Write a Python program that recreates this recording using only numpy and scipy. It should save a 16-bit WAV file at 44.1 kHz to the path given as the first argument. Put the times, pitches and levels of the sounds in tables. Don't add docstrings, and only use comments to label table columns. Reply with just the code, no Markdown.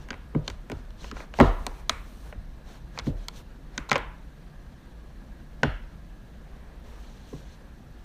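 import sys
import numpy as np
from scipy import signal
from scipy.io import wavfile
from scipy.ndimage import uniform_filter1d

SR = 44100
rng = np.random.default_rng(int(sys.argv[2]) if len(sys.argv) > 2 else 0)


def transcribe(signal):
    frames = np.atleast_2d(signal).T
    limited = np.clip(frames, -1, 1)
    pcm = np.round(limited * 32767).astype(np.int16)
    wavfile.write(sys.argv[1], SR, pcm)


def level_to_linear(level):
    exponent = np.asarray(level, float) / 20
    return 10 ** exponent


N = 354563


def evened(x):
    return x / np.sqrt(np.mean(x ** 2) + 1e-20)


def read(points, hz, column=1):
    table = np.transpose(points)
    return np.interp(np.log(hz + 1), np.log(table[0] + 1), table[column])


def add(mix, s, sound):
    part = mix[round(s * SR):][:len(sound)]
    part += sound[:len(part)]


def noise(spectrum, size, patchy_db, flicker_db):
    frames = 4 * N // size + 5
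    hz = np.fft.rfftfreq(size, 1 / SR)
    real, imaginary, patches = rng.standard_normal((frames, len(hz), 3)).T
    patches = uniform_filter1d(patches, size=6, axis=0)
    patches = evened(uniform_filter1d(patches, size=10, axis=1))
    flicker = evened(uniform_filter1d(rng.standard_normal(frames), size=3))
    level_db = read(spectrum, hz)[:, None] + patchy_db * patches + flicker_db * flicker
    z = (real + 1j * imaginary) * level_to_linear(level_db)
    return evened(signal.istft(z, nperseg=size, noverlap=3 * size // 4)[1][:N])


def ring(modes, push, chance, crack, cycles, order):
    lowest_hz, highest_hz = modes[0][0], modes[-1][0]
    t = np.arange(int(cycles * SR / lowest_hz)) / SR
    body = np.zeros(len(t))
    for k, ((hz, db, t60), (stronger, higher)) in enumerate(zip(modes, chance)):
        t60 = np.clip(t60, .002, cycles / hz)
        db = db + 1.5 * stronger
        hz = hz * (1 + .02 * higher)
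        body += (-1) ** k * level_to_linear(db - 60 * t / t60) * np.sin(2 * np.pi * hz * t)
    body[0] = crack * SR / highest_hz
    band = signal.butter(2, [.85 * lowest_hz, 1.1 * highest_hz], "band", fs=SR, output="sos")
    near = signal.sosfilt(np.vstack([band] * order), signal.fftconvolve(body, push))
    near /= abs(near).max()
    wide = signal.butter(2, [.7 * lowest_hz, 1.25 * highest_hz], "band", fs=SR, output="sos")
    around = signal.sosfilt(wide, np.pad(push[:90], (0, len(near))))
    around *= np.linalg.norm(near) / np.linalg.norm(around)
    return np.array([near, around[:len(near)]]).T


# t/s, edge tick level/dB, thin plastic level/dB, frame level/dB,
# sole and panel level/dB
CONTACTS = [(0.087, -45, -48, -37.5, -43), (0.1051, -50, -25, -24, -38), (0.119, -58, -54, -37, -39),
            (0.13, -58, -46, -31.5, -35), (0.1405, -53, -48, -35, -39), (0.349, -50, -57, -32, -30),
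            (0.4784, -38, -20.5, -28.5, -30.5), (0.5001, -37, -32.5, -33, -39),
            (0.699, -37, -43, -31.5, -32.5), (0.7169, -36, -33.5, -32, -29.5), (0.9057, -57, -44, -51, -55),
            (1.0432, -46, -44, -35.5, -36), (1.1134, -44, -33, -30, -60), (1.1681, -55, -61, -35, -37.5),
            (1.2033, -58, -54, -34, -36), (1.3391, -60, -38, -32, -34), (1.388, -48, -33, -28, -14),
            (1.4012, -22, -36, -8.5, -1.5), (1.41, -50, -22.5, -26, -11.5),
            (1.6659, -21, -20.5, -27.5, -24), (1.895, -19.5, -7, -14.5, -21.5),
            (2.3259, -55, -60, -36, -36), (2.976, -56, -40, -28.5, -30.5), (2.9883, -34, -21, -28.5, -28),
            (2.9955, -50, -30.5, -30, -37), (3.068, -54, -58, -38, -40), (3.2836, -26.5, -19.5, -32, -35),
            (3.778, -35, -18.5, -23, -31.5), (3.8904, -41, -39, -50, -30.5), (3.8952, -37, -25, -33, -54),
            (3.9102, -43, -22, -42, -32), (3.9153, -24.5, -15.5, -8, -14), (3.9297, -38, -19.5, -17, -39),
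            (3.9444, -60, -41, -45, -26.5), (3.9565, -37, -22, -13.5, -14.5),
            (3.9626, -55, -30, -21, -28.5), (3.98, -32, -34, -49, -38.5), (5.6324, -35, -22, -10.5, -11.5),
            (7.3318, -58, -53, -55, -40.5)]
# f/Hz, level/dB, t60/s
EDGE_MODES = [(8220, 2, .004), (9900, -10.5, .004), (12500, -4.5, 0.0014), (15700, 3, 0.0074)]
THIN_MODES = [(3450, -1.5, 0.011), (4100, -14.5, 0.012), (3985, 6.5, 0.028), (4670, 4.5, 0.014),
              (5540, -15, 0.024), (5750, -10.5, 0.0048), (6780, 1, 0.0088)]
FRAME_MODES = [(1305, 3, 0.042), (1525, 4.5, 0.054), (1726, 0.5, 0.042), (1800, -0.5, 0.06),
               (2318, 9.5, 0.016), (2340, 6.5, 0.0067), (2985, -3, 0.032)]
PANEL_MODES = [(462, -24, 0.063), (572, -33, 0.015), (591, 7, 0.1), (594, 5, 0.027), (808, 5, 0.0087),
               (977, -4.5, 0.12), (1027, 9, 0.031), (1143, -18.5, 0.11)]
# edge level/dB, thin plastic level/dB, frame level/dB, panel level/dB
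SPREAD_DB = (2.3, 3, 3.4, 1.35)
SPREAD_DB_PER_DB = 0.0627


def clicks():
    out = np.zeros((N, 2))
    t = np.arange(1500) / SR
    touches = rng.standard_normal((len(CONTACTS), len(t))) ** 3
    places = rng.standard_normal((len(CONTACTS), 4, 8, 2))
    parts = EDGE_MODES, THIN_MODES, FRAME_MODES, PANEL_MODES
    for (s, *part_db), chatter, place in zip(CONTACTS, touches, places):
        rattle_s = 0.0038 * level_to_linear(0.05 * (part_db[-1] + 29.0))
        for k, (modes, db) in enumerate(zip(parts, part_db)):
            settle_s = rattle_s * (.4, .45, 1.1, 1.6)[k]
            push = (0.019, 0.11, 0.021, 0.026)[k] * chatter * np.exp(-t / settle_s)
            push[0] = 1
            sound = ring(modes, push, place[k], crack=(.8, .9, .8, .7)[k], cycles=15, order=2)
            room_db = SPREAD_DB[k] + SPREAD_DB_PER_DB * (db + 19.5)
            add(out, s, level_to_linear([db, db + room_db]) * sound)
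    return out


# t/s, boot level/dB, room boom level/dB,
# floor level/dB (before its shares), contact time/ms
LANDINGS = [(0.105, -32, -59, -43, 3.6), (0.338, -37, -42, -45, 2.2), (0.351, -16.5, -18, -34, 3.3),
            (0.478, -34.5, -62, -38.5, 2.4), (0.699, -30, -50, -48, 2.6), (0.716, -27, -35.5, -35, 2.2),
            (1.12, -32.5, -53, -44, 3.1), (1.387, -20, -44, -22, 1.9), (1.402, -4.5, -41, -20, 4.2),
            (1.41, -10.5, -15.5, -24, 3.04), (1.664, -33, -45, -52, 2.9), (1.897, -37.5, -55.5, -43, 3.9),
            (2.348, -46, -49, -37, 5.1), (2.988, -50, -44, -39, 5.5), (3.068, -16, -23, -29.5, 4.2),
            (3.776, -32.5, -39.5, -47, 4.4), (3.913, -24.5, -29, -42, 4.8),
            (3.954, -28.5, -58, -42.5, 1.85), (5.629, -22, -20.5, -42.5, 6.2),
            (5.643, -20.5, -25.5, -29, 3.2), (7.328, -30.5, -33, -52, 1.3)]
# f/Hz, level/dB, t60/s
BOOT_MODES = [(234, -2, 0.057), (287, -4, 0.087), (328, -6, 0.048), (397.6, 0.5, 0.078), (499, 4.5, 0.0068)]
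BOOM_MODES = [(112.7, -1, 0.36), (146.6, 8, 0.16), (172, -2.5, 0.15)]
COVERING_MODES = [(71.7, -2.4, 0.18), (89.9, 0.43, .35)]
SLAB_MODES = [(35.1, -7.5, 0.73), (43.6, -4.5, 0.27), (53.6, -11.5, 0.1)]
COVERING_DB, SLAB_DB = -1.5, 3
SLAB_LAG_S = 0.02955


def thuds():
    out = np.zeros((N, 2))
    places = rng.standard_normal((len(LANDINGS), 4, 5, 2))
    parts = BOOT_MODES, BOOM_MODES, COVERING_MODES, SLAB_MODES
    lags_s = 0, 0, 0, SLAB_LAG_S
    for (s, boot_db, boom_db, floor_db, ms), place in zip(LANDINGS, places):
        push = np.hanning(3 + int(np.clip(ms, .3, 12) * SR / 1000))
        part_db = boot_db, boom_db, floor_db + COVERING_DB, floor_db + SLAB_DB
        for modes, db, chance, lag_s in zip(parts, part_db, place, lags_s):
            sound = ring(modes, push, chance, crack=0.41, cycles=24, order=1)
            add(out, s + lag_s, level_to_linear(db) * sound)
    return out


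# start t/s, length t/s, cloth rustle level/dB,
# fine high hiss level/dB, leather scuff level/dB
SWELLS = [(-0.04, 0.11, -61.5, -79, -54), (0.416, .15, -60.5, -82, -59), (0.667, 0.18, -67, -80, -62),
          (0.97, 0.16, -53, -71, -53.5), (1.128, 0.14, -54.5, -71, -45), (1.327, 0.19, -51, -68, -49.5),
          (1.388, 0.47, -63.5, -69, -52), (1.87, 0.48, -65, -68.5, -68), (2.215, 0.096, -62, -68, -52),
          (2.637, 0.17, -60, -72, -55), (2.922, 0.092, -57.5, -73, -51.5), (3.023, 0.1, -53.5, -65, -53),
          (3.133, 0.17, -64, -78, -60), (3.32, .115, -54, -64, -53), (3.706, 0.14, -64, -78, -55),
          (6.425, 0.4, -94, -85, -59.5), (6.818, 0.26, -64.5, -74, -55.5), (6.998, 0.6, -64, -81, -62),
          (7.24, 0.21, -62.5, -73, -79)]
# f/Hz, level per Hz/dB
CLOTH_SPECTRUM = [(1500, -27), (2800, -1.5), (3300, -1.5), (4200, -0.5), (4900, -8.5), (5900, -3.5),
                  (8000, -14), (12000, -28)]
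HISS_SPECTRUM = [(3000, -18), (6000, -2), (9000, 9), (10500, 3), (12500, 6), (15100, 5), (15700, -32.5)]
SCUFF_SPECTRUM = [(150, 0), (350, 1), (1000, -1), (1350, -6), (1650, -6.5), (2500, -10), (4000, -45.5)]
# cloth level/dB, hiss level/dB, scuff level/dB
STANDING_DB = (-71, -77.5, -64.5)
SWELL_RISE_S, SWELL_FALL_S = .05, 0.051


def motion():
    t = np.arange(N) / SR
    power = level_to_linear(STANDING_DB)[:, None] ** 2 * np.ones(N)
    for s, length, *levels_db in SWELLS:
        rise = (t - s) / SWELL_RISE_S
        fall = (s + length - t) / SWELL_FALL_S
        shape = np.clip(np.minimum(rise, fall), 0, 1)
        power = power + (level_to_linear(levels_db)[:, None] * shape) ** 2
    spectra = CLOTH_SPECTRUM, HISS_SPECTRUM, SCUFF_SPECTRUM
    layers = [noise(spectrum, size=256, patchy_db=1.6, flicker_db=0.9) for spectrum in spectra]
    return (np.sqrt(power) * layers).sum(axis=0)


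# f/Hz, t60/s, tail level against the direct sound/dB
ROOM_BANDS = [(101.2, 0.15, -15), (240, 0.18, -5), (587, 0.34, -6.5), (1230, 0.53, -7), (2597, 0.49, -14),
              (3900, 0.34, -19), (6590, 0.347, -29.5), (11380, 0.25, -30)]


def room(x, start_ms=0.97):
    spacing = 20
    taps = np.zeros((3, SR))
    slots = np.arange(0, SR - spacing, spacing)
    at = slots + rng.integers(0, spacing, (3, len(slots)))
    np.put_along_axis(taps, at, rng.choice([-1., 1.], at.shape), 1)
    hz, t, z = signal.stft(taps, SR, nperseg=256)
    t60 = np.maximum(read(ROOM_BANDS, hz), .05)[:, None]
    decay = level_to_linear(-60 * t / t60) * (1 - np.exp(-1000 * t / start_ms))
    tail_level = level_to_linear(read(ROOM_BANDS, hz, column=2))
    decay *= (tail_level / np.linalg.norm(decay, axis=1))[:, None]
    tails = signal.istft(z * decay, SR, nperseg=256)[1] * np.sqrt(spacing / 128)
    turn = np.arange(N) / SR * 2 * np.pi * 3.7
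    out = np.zeros(N)
    for k in range(3):
        sent = x * np.sqrt(2 / 3) * np.cos(turn + k * np.pi / 3)
        out += signal.oaconvolve(sent, tails[k])[:N]
    return out


# f/Hz, level per Hz/dB
RUMBLE_SPECTRUM = [(11, -45), (20, -5.5), (36, 1), (52, 1.5), (62, -7.5), (75, -27), (92, -34),
                   (112, -15.5), (150, -12.5), (185, -15.5), (220, -16), (260, -19.5), (320, -29),
                   (420, -43.5), (700, -100)]
SHAKE_SPECTRUM = [(40, -32.5), (58, 24), (68, 11), (85, 6.5), (105, -0.5), (140, -35.5)]
AIR_SPECTRUM = [(150, 4.5), (250, -5), (341, 0), (385, -6.5), (507, -4), (755, -8), (809, -10), (1380, -13),
                (1730, -12), (2280, -20), (4170, -23.5), (5130, -28.5), (15500, -56)]
WHINE_SPECTRUM = [(1450, -43), (1580, -4), (1660, 0.5), (1760, -8), (1900, -43.5)]
RUMBLE_DB, SHAKE_DB = -44, -56.5
AIR_DB, WHINE_DB = -53.5, -17.5
SHAKE_AFTER_DB, SHAKE_T60_S = -22.5, 1.2


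def background():
    t = np.arange(N) / SR
    shake_power = np.full(N, level_to_linear(SHAKE_DB) ** 2)
    for s, _, _, floor_db, _ in LANDINGS:
        add(shake_power, s, level_to_linear(floor_db + SHAKE_AFTER_DB - 60 * t / SHAKE_T60_S) ** 2)
    rumble = noise(RUMBLE_SPECTRUM, size=4096, patchy_db=1.8, flicker_db=0.3)
    tremble = noise(SHAKE_SPECTRUM, size=4096, patchy_db=1.8, flicker_db=0.3)
    air = noise(AIR_SPECTRUM, size=1024, patchy_db=1.6, flicker_db=1.0)
    whine = noise(WHINE_SPECTRUM, size=4096, patchy_db=1.5, flicker_db=1.3)
    air = air + level_to_linear(WHINE_DB) * whine
    return level_to_linear(RUMBLE_DB) * rumble + np.sqrt(shake_power) * tremble + level_to_linear(AIR_DB) * air


def scene():
    near, around = (clicks() + thuds()).T
    return (near + room(around) + motion() + background())[None]


def roll_off(x):
    return signal.sosfilt(signal.butter(12, 16450, fs=SR, output="sos"), x)


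def record(dry):
    ceiling = .8
    rounded = ceiling * np.tanh(dry / ceiling)
    low_pass = signal.firwin(127, 15200, fs=SR)[None]
    mix = signal.oaconvolve(rounded, low_pass, "same")
    return roll_off(mix)


dry = scene()
out = record(dry)
transcribe(out)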